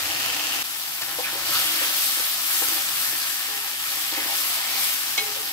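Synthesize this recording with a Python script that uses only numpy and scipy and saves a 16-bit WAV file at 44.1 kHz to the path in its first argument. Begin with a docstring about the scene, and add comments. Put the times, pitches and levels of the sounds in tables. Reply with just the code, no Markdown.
"""Chopped chili sizzles in a wok in a small kitchen, as its water boils out in countless tiny bubbles.
First a trickle of liquid seethes in the oil; an edit cuts from the pouring to the frying, with a brief
dip in level. Then a spatula stirs: each stroke turns wet paste onto hot metal and the sizzle swells.
The blade rubs, scrapes, knocks and groans on the pan, and one hard clank leaves the wok ringing.
Now and then a drop of oil spits. Underneath are the low rumble of the stove and a faint electric hum."""
import sys
import numpy as np
from scipy import signal
from scipy.fft import rfft, irfft, next_fast_len
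from scipy.io import wavfile

SR = 44100
rng = np.random.default_rng(int(sys.argv[2]) if len(sys.argv) > 2 else 0)


def int16_out(signal):
    """Quantize to a 16-bit WAV file."""
    q = np.round(np.clip(np.atleast_2d(signal).T, -1, 1) * 32767)
    wavfile.write(sys.argv[1], SR, q.astype(np.int16))


N = 243431
TIME = np.arange(N) / SR
CUT_S = 0.628  # an edit cuts from the pouring to the frying


def amp(db):
    """Turn decibels into a number to multiply by."""
    return 10 ** (np.asarray(db) / 20)


def level(x, db):
    """Set the average (rms) level of a sound."""
    return x * amp(db) / np.sqrt(np.mean(x ** 2))


def unit(response):
    """Scale a filter so that white noise keeps its power."""
    return response / np.sqrt(np.sum(response ** 2, axis=-1, keepdims=True))


def fade(start, t60):
    """Jump to 1, then die away; t60 is the fade time, the seconds it takes to drop 60 dB."""
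    return (TIME >= start) * np.exp(-np.log(1000) * np.maximum(TIME - start, 0) / t60)


def hold(end, t60):
    """Stay at 1 until the end time, then die away."""
    return (TIME < end) + fade(end, t60)


def ramp(start, length):
    """A smooth step from 0 to 1."""
    return np.sin(np.pi / 2 * np.clip((TIME - start) / length, 0, 1))


def slide(start, length, first_hz, last_hz):
    """A strength that swells and eases, and a pitch that moves steadily."""
    progress = np.clip((TIME - start) / length, 0, 1)
    return np.sqrt(np.abs(np.sin(np.pi * progress))), first_hz + (last_hz - first_hz) * progress


def wander(per_s):
    """A smooth random drift, about 1 in size."""
    return level(signal.sosfilt(signal.butter(2, per_s, fs=SR, output="sos"), rng.standard_normal(N)), 0)


def convolve(x, response):
    """Let every sample of a sound set off a copy of the response."""
    return signal.fftconvolve(np.atleast_2d(x), np.atleast_2d(response), axes=1)[:, :N]


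def colour(x, spectrum, size=4096):
    """Shape the tone along a curve of (frequency [Hz], level [dB]) points."""
    hz, db = np.transpose(spectrum)
    bins = np.maximum(np.arange(size // 2 + 1) * SR / size, 1)
    gain = amp(np.interp(np.log(bins), np.log(hz), db))
    cepstrum = irfft(np.log(gain))
    cepstrum[1:size // 2] *= 2  # folded so the filter rings only after a sound, never before
    cepstrum[size // 2 + 1:] = 0
    return convolve(x, irfft(np.exp(rfft(cepstrum))))


def high_pass(x, hz):
    """Take away the bass."""
    return signal.sosfilt(signal.butter(2, hz, "high", fs=SR, output="sos"), x)


def resonate(x, hz, width_hz):
    """Keep the band around one pitch."""
    return signal.lfilter(*signal.iirpeak(hz, hz / width_hz, SR), x)


def glide(x, hz, width_hz):
    """Keep the band around a moving pitch."""
    turn = np.exp(2j * np.pi * np.cumsum(hz) / SR)
    return (signal.lfilter(*signal.butter(2, width_hz / 2, fs=SR), x / turn) * turn).real


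def ring(start, tones, rise_s=0.0023):
    """The tones of struck metal build up during the contact, then fade."""
    age = TIME - start
    rise = 1 - np.exp(-np.maximum(age, 0) / rise_s)
    return rise * sum(amp(db) * fade(start, t60) * np.sin(2 * np.pi * hz * age) for hz, db, t60 in tones)


def from_pan(x, lag_s=0.0002):
    """The pan is nearer the left side, so the right hears it later."""
    x = np.ravel(x)
    return np.array([x, np.interp(TIME - np.round(lag_s * SR) / SR, TIME, x)])


def pops(per_s, spread_db, busy=1, lag_s=0.00018, lag_spread_s=0.0001):
    """Clicks all over the pan, many small and few large; busier is smoother, not louder."""
    when, strength, sign, place, angle, chance = rng.random((int(per_s * N / SR), 6)).T
    share = (busy * np.ones(N))[(when * N).astype(int)]
    size = np.sign(sign - 0.5) * amp(-spread_db * np.log(np.maximum(strength, 0.002)))
    size = size * (chance < share) / np.sqrt(share)
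    scatter = np.sqrt(-2 * np.log(1 - place)) * np.cos(2 * np.pi * angle)  # a bell curve
    right_lag = lag_s + lag_spread_s * scatter
    return np.array([np.bincount((when * N + d * SR).astype(int) % N, size, N) for d in (0, right_lag)])


# Spatula strokes: (start [s], length [s], fizz [dB], bubbling [dB], fizz fade time [s],
# rubbing [dB], rocking of the wok [dB])
SPATULA_STROKES = [(0.979, 0.535, -42, -37, 2.5, -46.5, -57.5), (1.423, 0.16, -27.5, -31.5, 3.6, -47, -51),
                   (1.701, 0.147, -34, -37, 0.89, -45.5, -62), (1.876, 0.133, -27, -40.5, 4.4, -69, -68),
                   (2.412, 0.1575, -26, -33.5, 2.68, -51, -66),
                   (2.593, 0.184, -40, -41, 1.03, -47.5, -70.5),
                   (2.839, 0.23, -29.5, -37.5, 2.61, -67, -56), (3.825, 0.11, -32, -36, 3.2, -53, -79),
                   (4.217, 0.17, -29.5, -33.5, 4, -50, -75), (4.698, 0.1676, -27, -38, 1.42, -54, -57),
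                   (5.187, 0.108, -55, -63, 0.73, -58.5, -61.5)]


def boiling(rest_bubbling_db=-37.5, rest_fizz_db=-33.5, linger=2.09):
    """Bubbling and fizz levels: each stroke spreads wet paste on hot metal, where it boils dry."""
    bubbling_power, fizz_power = amp(rest_bubbling_db) ** 2, amp(rest_fizz_db) ** 2
    for start, length, fizz_db, bubbling_db, t60, *_ in SPATULA_STROKES:
        wetted = ramp(start, length)
        drying_db = 20 * np.log10(np.maximum(hold(start + length, t60), 1e-12))
        bubbling_power += (wetted * amp(bubbling_db + drying_db / linger)) ** 2  # outlasts the fizz
        fizz_power += (wetted * amp(fizz_db + drying_db)) ** 2
    return 10 * np.log10(bubbling_power), 10 * np.log10(fizz_power)


# The tone of the coarse bubbles: (frequency [Hz], level [dB])
BUBBLING_TONE = [(40, -29.5), (200, -26), (550, -17), (800, -11), (1020, -9), (1200, -5), (1500, -3),
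                 (1780, -4), (2050, 0), (3000, 1.9), (3900, 0.18), (5000, 0.5), (6500, -6), (9000, -16.5)]
# The tone of the fine fizz: (frequency [Hz], level [dB])
FIZZ_TONE = [(100, -80), (3000, -32.5), (5500, -6.5), (7000, -4.5), (8100, 0), (9200, -2.5), (10300, -1.5),
             (11500, 2.5), (12500, 2.5), (14000, 0), (15500, -1.5)]


def sizzle(pour_fizz_db=-34):
    """Water boils out of the paste in coarse bubbles, and fizzes where it meets bare hot metal."""
    bubbling_db, fizz_db = boiling()
    fizz_db = np.where(TIME < CUT_S, pour_fizz_db, fizz_db)
    busy = amp(fizz_db - fizz_db.max())
    coarse = pops(per_s=26000, spread_db=2.5, busy=busy, lag_s=0.0001806, lag_spread_s=0.00008)
    bubbling = in_bowl(coarse, BUBBLING_TONE, bowl_db=-16.5) * amp(bubbling_db + 4.5)
    fine = pops(per_s=50000, spread_db=2, busy=busy)
    fizz = level(colour(fine, FIZZ_TONE), 3.47) * amp(fizz_db)
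    return bubbling * (TIME >= CUT_S) + fizz


def shifting_food(x, drift_db=0.85, per_s=9, bands=11):
    """As the food moves, each band from low to high swells and sinks on its own."""
    size = next_fast_len(N)
    spectrum = rfft(x, size)
    hz = np.arange(size // 2 + 1) * SR / size
    place = np.interp(np.log(hz + 1), np.log([700, 15000]), [0, bands - 1])
    out = np.zeros((2, N))
    for k in range(bands):
        band = irfft(spectrum * np.maximum(1 - np.abs(place - k), 0), size)[:, :N]
        out += band * amp(drift_db * wander(per_s))
    return out


# The tone of liquid boiling in oil: (frequency [Hz], level [dB])
SEETHE_TONE = [(30, -22), (55, -6), (100, -6), (150, -3.5), (215, -19), (300, -1.5), (385, -13.5),
               (450, -4.5), (650, -6.5), (790, -0.5), (1000, -4.5), (1800, -0.5), (2200, 1.5), (3800, 1.5),
               (4800, 2.5), (6500, -2), (9500, -9)]


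def trickle(gain_db=-28, thinning_db_per_s=12, gurgle_hz=170):
    """Poured liquid seethes in the oil; its small bubbles ring higher as they shrink."""
    seethe = amp(0.54) * in_bowl(pops(per_s=10000, spread_db=3), SEETHE_TONE, bowl_db=-16)
    stream = amp(-thinning_db_per_s * TIME)  # the low gurgle fades as the stream thins
    seethe = stream * seethe + (1 - stream) * high_pass(seethe, gurgle_hz)
    swell, hz = slide(0, length=0.72, first_hz=2760, last_hz=2900)
    bubbles = level(glide(pops(per_s=900, spread_db=1.5), hz, width_hz=700), -3)
    flicker = amp(1.5 * wander(per_s=33))
    return (seethe + bubbles * swell * flicker) * amp(gain_db) * (TIME < CUT_S)


# The notes that bubbles wake in the bowl: (pitch [Hz], width [Hz], level [dB])
BOWL_NOTES = [(312, 55, -4), (626, 73, -8.5), (802.5, 10, 9.5), (1237, 46, 1), (1352.5, 79, 0.5),
              (1798.5, 260, 2.5)]


def in_bowl(bubbles, tone, bowl_db):
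    """Bubbles are heard directly, and also make the bowl ring softly."""
    ringing = sum(amp(db) * resonate(bubbles, hz, width) for hz, width, db in BOWL_NOTES)
    return level(colour(bubbles, tone), 0) + level(ringing, bowl_db)


# The tone of the stove's rumble: (frequency [Hz], level [dB])
STOVE_TONE = [(20, -28), (40, -30), (60, -14.5), (110, -7), (160, 6), (215, -13.5), (300, 8), (450, -1),
              (900, 15), (3000, -42)]
# The notes of the electric hum: (pitch [Hz], level [dB])
HUM_NOTES = [(100, -74.5), (150, -69.5)]


def stove_and_hum():
    """The stove rumbles steadily over a faint electric hum."""
    rumble = from_pan(rng.standard_normal(N)) + amp(-2) * rng.standard_normal((2, N))
    hum = sum(amp(db) * np.sqrt(2) * np.sin(2 * np.pi * hz * TIME) for hz, db in HUM_NOTES)
    return level(colour(rumble, STOVE_TONE), -49.5) + hum


# Single drops of oil spitting: (time [s], relative level [dB])
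OIL_SPITS = [(0.2617, -7), (1.584, -19), (1.7187, -11.5), (2.097, -21.5), (2.504, -22), (2.686, -7)]


def spits(t60=0.0056):
    """Larger drops burst with a sharp snap."""
    snap = level(resonate(rng.standard_normal((2, N)), hz=6960, width_hz=21000), -5.5)
    return snap * sum(amp(db) * fade(start, t60) for start, db in OIL_SPITS)


def pushing(drag_start_s=0.69, drag_db=-57.5, rest_rock_db=-63, lift_s=0.4):
    """Rubbing and rocking build through each stroke and ease off, over a light steady drag."""
    rub_power = (amp(drag_db) * (TIME >= drag_start_s)) ** 2
    rock_power = amp(rest_rock_db) ** 2
    for start, length, *_, rub_db, rock_db in SPATULA_STROKES:
        force = ramp(start, length / 2) * (1 - ramp(start + length, lift_s))
        rub_power += (force * amp(rub_db)) ** 2
        rock_power += (force * amp(rock_db)) ** 2
    return np.sqrt(rub_power), np.sqrt(rock_power)


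# The notes of the wok full of food: (pitch [Hz], width [Hz], level [dB])
FULL_WOK_NOTES = [(321, 27, -2), (461, 53, -7), (538, 62, -7.5), (793, 36, -7), (921.5, 32, -6),
                  (1269, 72, -3)]


def muffled_wok():
    """One tap on the wok, muffled by food: the wider a note, the shorter it rings."""
    tones = [(hz, db + 10 * np.log10(width), np.log(1000) / (np.pi * width))
             for hz, width, db in FULL_WOK_NOTES]
    return high_pass(ring(0, tones), hz=237)  # thin metal gives off little bass


# The tone of squelching paste: (frequency [Hz], level [dB])
SQUELCH_TONE = [(100, -8), (200, 6), (290, -21), (420, 2), (560, 27), (900, -15), (1500, -3), (3000, 7.5),
                (6000, -43)]
# The tone of the wok rocking: (frequency [Hz], level [dB])
ROCKING_TONE = [(20, -37.5), (40, -36), (58, -3), (100, -7.5), (158, 5.5), (210, -14), (400, -17),
                (1000, -46)]


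def rubbing(bump_t60=0.257):
    """Tiny slips of the blade squelch the paste and shake the bowl; the wok rocks on the stove."""
    push, rocking = pushing()
    blows = sum(amp(db) * fade(start, bump_t60) for start, db, *_ in BLADE_BUMPS)
    rocking = np.hypot(rocking, amp(-27) * blows)
    force = np.hypot(amp(-0.5) * push, amp(-6.5) * blows)
    slips = level(pops(per_s=3700, spread_db=2), 0) * force
    squelch = colour(signal.unit_impulse(N), SQUELCH_TONE)
    rumble = level(colour(from_pan(rng.standard_normal(N)), ROCKING_TONE), -3.5) * rocking
    return convolve(slips, amp(-6) * unit(squelch) + amp(-1.5) * unit(muffled_wok())) + rumble


# Scrapes on bare metal:
# (start [s], length [s], first pitch [Hz], last pitch [Hz], width [Hz], level [dB])
METAL_SCRAPES = [(1.008, 0.03, 2870, 2610, 4850, -30), (1.044, 0.118, 1490, 1460, 890, -41.5),
                 (1.178, 0.0394, 818, 800, 130, -39), (1.182, 0.028, 585, 566, 110, -46),
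                 (1.23, 0.048, 2440, 2240, 480, -31.5), (1.25, 0.058, 1840, 1460, 503, -34.5),
                 (1.294, 0.22, 1910, 1514, 1620, -40.5), (1.489, 0.15, 1280, 1370, 220, -37.5),
                 (1.515, 0.13, 2930, 3230, 1100, -33.5), (1.649, 0.065, 3220, 3300, 600, -32),
                 (1.776, 0.09, 2660, 2130, 1390, -35.5), (1.945, .14, 3170, 3570, 1000, -41.5),
                 (2.85, 1, 1710, 1773, 260, -46.5), (4.116, 0.17, 2520, 2170, 1260, -35),
                 (4.258, 0.096, 835, 770, 200, -41), (4.418, 0.44, 858, 820, 364, -47),
                 (4.588, 0.363, 2214, 2290, 560, -38.5)]


def scraping():
    """The blade sticks and slips on metal; the pitch follows the spot where it touches."""
    slips, out = pops(per_s=9000, spread_db=1.5)[0], np.zeros(N)
    for start, length, first_hz, last_hz, width_hz, db in METAL_SCRAPES:
        pressure, hz = slide(start, length, first_hz, last_hz)
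        out += level(pressure * glide(slips, hz, width_hz), db) * np.sqrt(length * SR / N)
    return from_pan(out, lag_s=0.00012)


# Soft bumps of the blade through the paste:
# (time [s], relative level [dB], hollow knock [dB], ring compared with the bump [dB])
BLADE_BUMPS = [(1.013, -43, -58, -23.5), (1.187, -40, -32, -13.5), (1.326, -44.5, -36, -35),
               (1.356, -48, -39, -30), (1.493, -42, -39, -30), (1.814, -42, -35, -30),
               (1.905, -48, -40, -30), (2.171, -43, -42.5, -32), (2.196, -44.5, -40.5, -32),
               (2.616, -31, -34, -23.5), (2.717, -41, -50, -21.5), (2.765, -51.5, -47, -26),
               (3.125, -41, -50, -33.5), (3.485, -46.5, -43, 2.5), (3.725, -49, -52.5, -30),
               (4.123, -36.5, -47, -15.5), (4.174, -31.5, -35.5, -16), (4.255, -38, -44, -25),
               (4.748, -46, -46, -27)]


def bumps(stopped_t60=0.08):
    """The blade bumps the pan, which rings on until the blade lands again."""
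    taps, ringing = np.zeros((2, N))
    wok, thud = wok_ring(0), muffled_wok()
    next_landings = [row[0] for row in BLADE_BUMPS[1:]] + [N / SR]
    for (start, db, _, ring_db), lands in zip(BLADE_BUMPS, next_landings):
        at = int(start * SR)
        taps[at] = amp(db)
        ringing[at:] += amp(db + ring_db) * wok[:N - at] * hold(lands, stopped_t60)[at:]
    thuds = amp(6) * convolve(taps, thud / np.abs(thud).max())
    return from_pan(thuds + ringing)


# The notes of the wok ringing freely: (pitch [Hz], level [dB], fade time [s])
FREE_WOK_NOTES = [(420.6, -3.5, 0.97), (804.4, -1.5, 2.3), (774, -8, 1.15), (1190, -7, 0.84),
                  (1605, -15.5, .7)]


def wok_ring(start, flutter_db=3, jitter_hz=7, per_s=35):
    """The wok rings; sliding food makes each note flutter in level and pitch."""
    out = np.zeros(N)
    for hz, db, t60 in FREE_WOK_NOTES:
        pitch = hz + jitter_hz * wander(per_s)
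        phase = 2 * np.pi * np.cumsum(pitch * (TIME >= start)) / SR
        out += amp(db + flutter_db * wander(per_s)) * fade(start, t60) * np.sin(phase)
    return out


# The tone of a hollow knock: (frequency [Hz], level [dB])
KNOCK_TONE = [(100, -14), (250, -23.5), (440, 3.5), (550, 9.5), (680, -15), (800, -7), (950, 2.5),
              (1400, -16), (5000, -26.5)]


def knocking(t60=0.12):
    """At each bump the blade lands in the full bowl with a hollow knock."""
    contact = level(colour(rng.standard_normal(N), KNOCK_TONE), 0)
    force = sum(amp(knock_db) * fade(start, t60) for start, _, knock_db, _ in BLADE_BUMPS)
    return from_pan(contact * force)


# Hisses of wet paste: (start [s], length [s], first pitch [Hz], last pitch [Hz], level [dB])
PASTE_HISSES = [(1.456, 0.072, 4930, 4700, -34.5), (1.518, .105, 3700, 4300, -31),
                (1.787, 0.74, 4300, 4640, -36), (4.666, 0.25, 4150, 4670, -33.5)]


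def searing(width_hz=1900):
    """Wet paste pressed onto bare hot metal hisses for a moment."""
    bubbles, out = pops(per_s=20000, spread_db=4.5), np.zeros((2, N))
    for start, length, first_hz, last_hz, db in PASTE_HISSES:
        pressure, hz = slide(start, length, first_hz, last_hz)
        out += level(pressure * glide(bubbles, hz, width_hz), db) * np.sqrt(length * SR / N)
    return out


# Groans of the dragging blade: (start [s], length [s], first pitch [Hz], last pitch [Hz], level [dB])
BLADE_GROANS = [(1.645, 0.16, 311.5, 341, -47), (1.817, 0.036, 555, 505, -42),
                (2.698, 0.074, 317, 332, -48), (5.202, 0.045, 425, 437, -43), (5.247, .1, 434, 413, -46.5),
                (5.356, 0.027, 570, 544, -40.5), (5.364, 0.062, 436, 448.6, -43)]


def groaning(jitter=0.022, rough_db=3):
    """The slipping blade locks onto one low note and groans at an unsteady pitch."""
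    waver = 1 + jitter * wander(per_s=80.4)
    grip = amp(rough_db * wander(per_s=75))
    out = np.zeros(N)
    for start, length, first_hz, last_hz, db in BLADE_GROANS:
        pressure, hz = slide(start, length, first_hz, last_hz)
        out += amp(db) * pressure * np.sqrt(2) * np.sin(2 * np.pi * np.cumsum(hz * waver) / SR)
    return from_pan(out * grip)


# The hard strike of the blade: (time [s], relative level [dB])
HARD_STRIKES = [(5.1774, -20)]
# The tone of its crack: (frequency [Hz], level [dB])
CRACK_TONE = [(100, -38.5), (280, -2), (700, -9), (1000, -14), (1150, -1), (1380, 0), (1900, -5),
              (2900, 4.5), (4500, -8), (5600, 1), (8000, -8), (11000, -22.5), (15000, -33)]
# The notes of the ringing spatula: (pitch [Hz], level [dB], fade time [s])
BLADE_NOTES = [(2206, 1, 0.19), (2207, -8, 0.1), (2540, -4.5, 0.1), (2890, -13, 0.07), (3240, -3, 0.116),
               (4035, -1, 0.23), (4220, -8, .12), (5600, -12, 0.054), (6060, -17, .1)]


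def clank(snap_t60=0.012, rattle_t60=0.14, free_s=0.05, smothered_t60=0.07):
    """A hard strike snaps and rattles; paste soon smothers the blade's ring, but the wok rings on."""
    force, ringing, buzz = np.zeros((3, N))
    for start, db in HARD_STRIKES:
        force += amp(db) * (amp(-2) * fade(start, snap_t60) + amp(-1) * fade(start, rattle_t60))
    crack_response = unit(colour(signal.unit_impulse(N), CRACK_TONE))
    crack = convolve(rng.standard_normal((2, N)) * force, crack_response)
    for start, db in HARD_STRIKES:
        blade = ring(start, BLADE_NOTES) * hold(start + free_s, smothered_t60)
        ringing += amp(db) * (blade + amp(-20) * wok_ring(start))
        buzz += fade(start, t60=0.28)
    chatter = amp(1.5 * wander(per_s=160) * buzz)  # the blade buzzes against the pan
    return crack + from_pan(ringing * chatter, lag_s=0.00007)


def walls(x, t60=0.19, echo_db=-7, dull_hz=2200):
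    """The nearby kitchen walls send back a blur of dull echoes, different left and right."""
    tail = unit((rng.standard_normal((2, N)) * fade(0.0021, t60))[:, :SR // 2])
    dull_tail = signal.lfilter(*signal.butter(1, dull_hz, fs=SR), tail)
    return amp(echo_db) * convolve(x, dull_tail)


def scene(dip_s=0.0126, dip_db=-6):
    """The pan, its echoes and the stove; the level dips briefly at the cut from pouring to frying."""
    frying = shifting_food(sizzle() + searing()) + trickle()
    spatula = bumps() + rubbing() + knocking() + scraping() + groaning() + clank()
    pan = frying + spatula + spits()
    dip = amp(dip_db * ((TIME >= CUT_S) & (TIME < CUT_S + dip_s)))
    return (pan + walls(pan) + stove_and_hum()) * dip


# How much louder the phone's left side is than its right: (frequency [Hz], difference [dB])
LEFT_OVER_RIGHT = [(60, 4), (110, 5), (200, 0.5), (330, -2), (700, 6), (1290, 3), (2380, -1.5), (4400, 0.5),
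                   (8120, 4), (15000, 5)]


def record(dry, bass_hz=34.8, top_hz=15650):
    """A nearby phone hears each side with its own tone, and cuts the deep bass and the very top."""
    sides = np.vstack([colour(x, [(hz, side * db / 2) for hz, db in LEFT_OVER_RIGHT])
                       for x, side in zip(dry, (1, -1))])
    top_cut = signal.ellip(14, 0.1, 80, top_hz, fs=SR, output="sos")
    return signal.sosfilt(top_cut, high_pass(sides, bass_hz))


dry = scene()
out = record(dry)
int16_out(out)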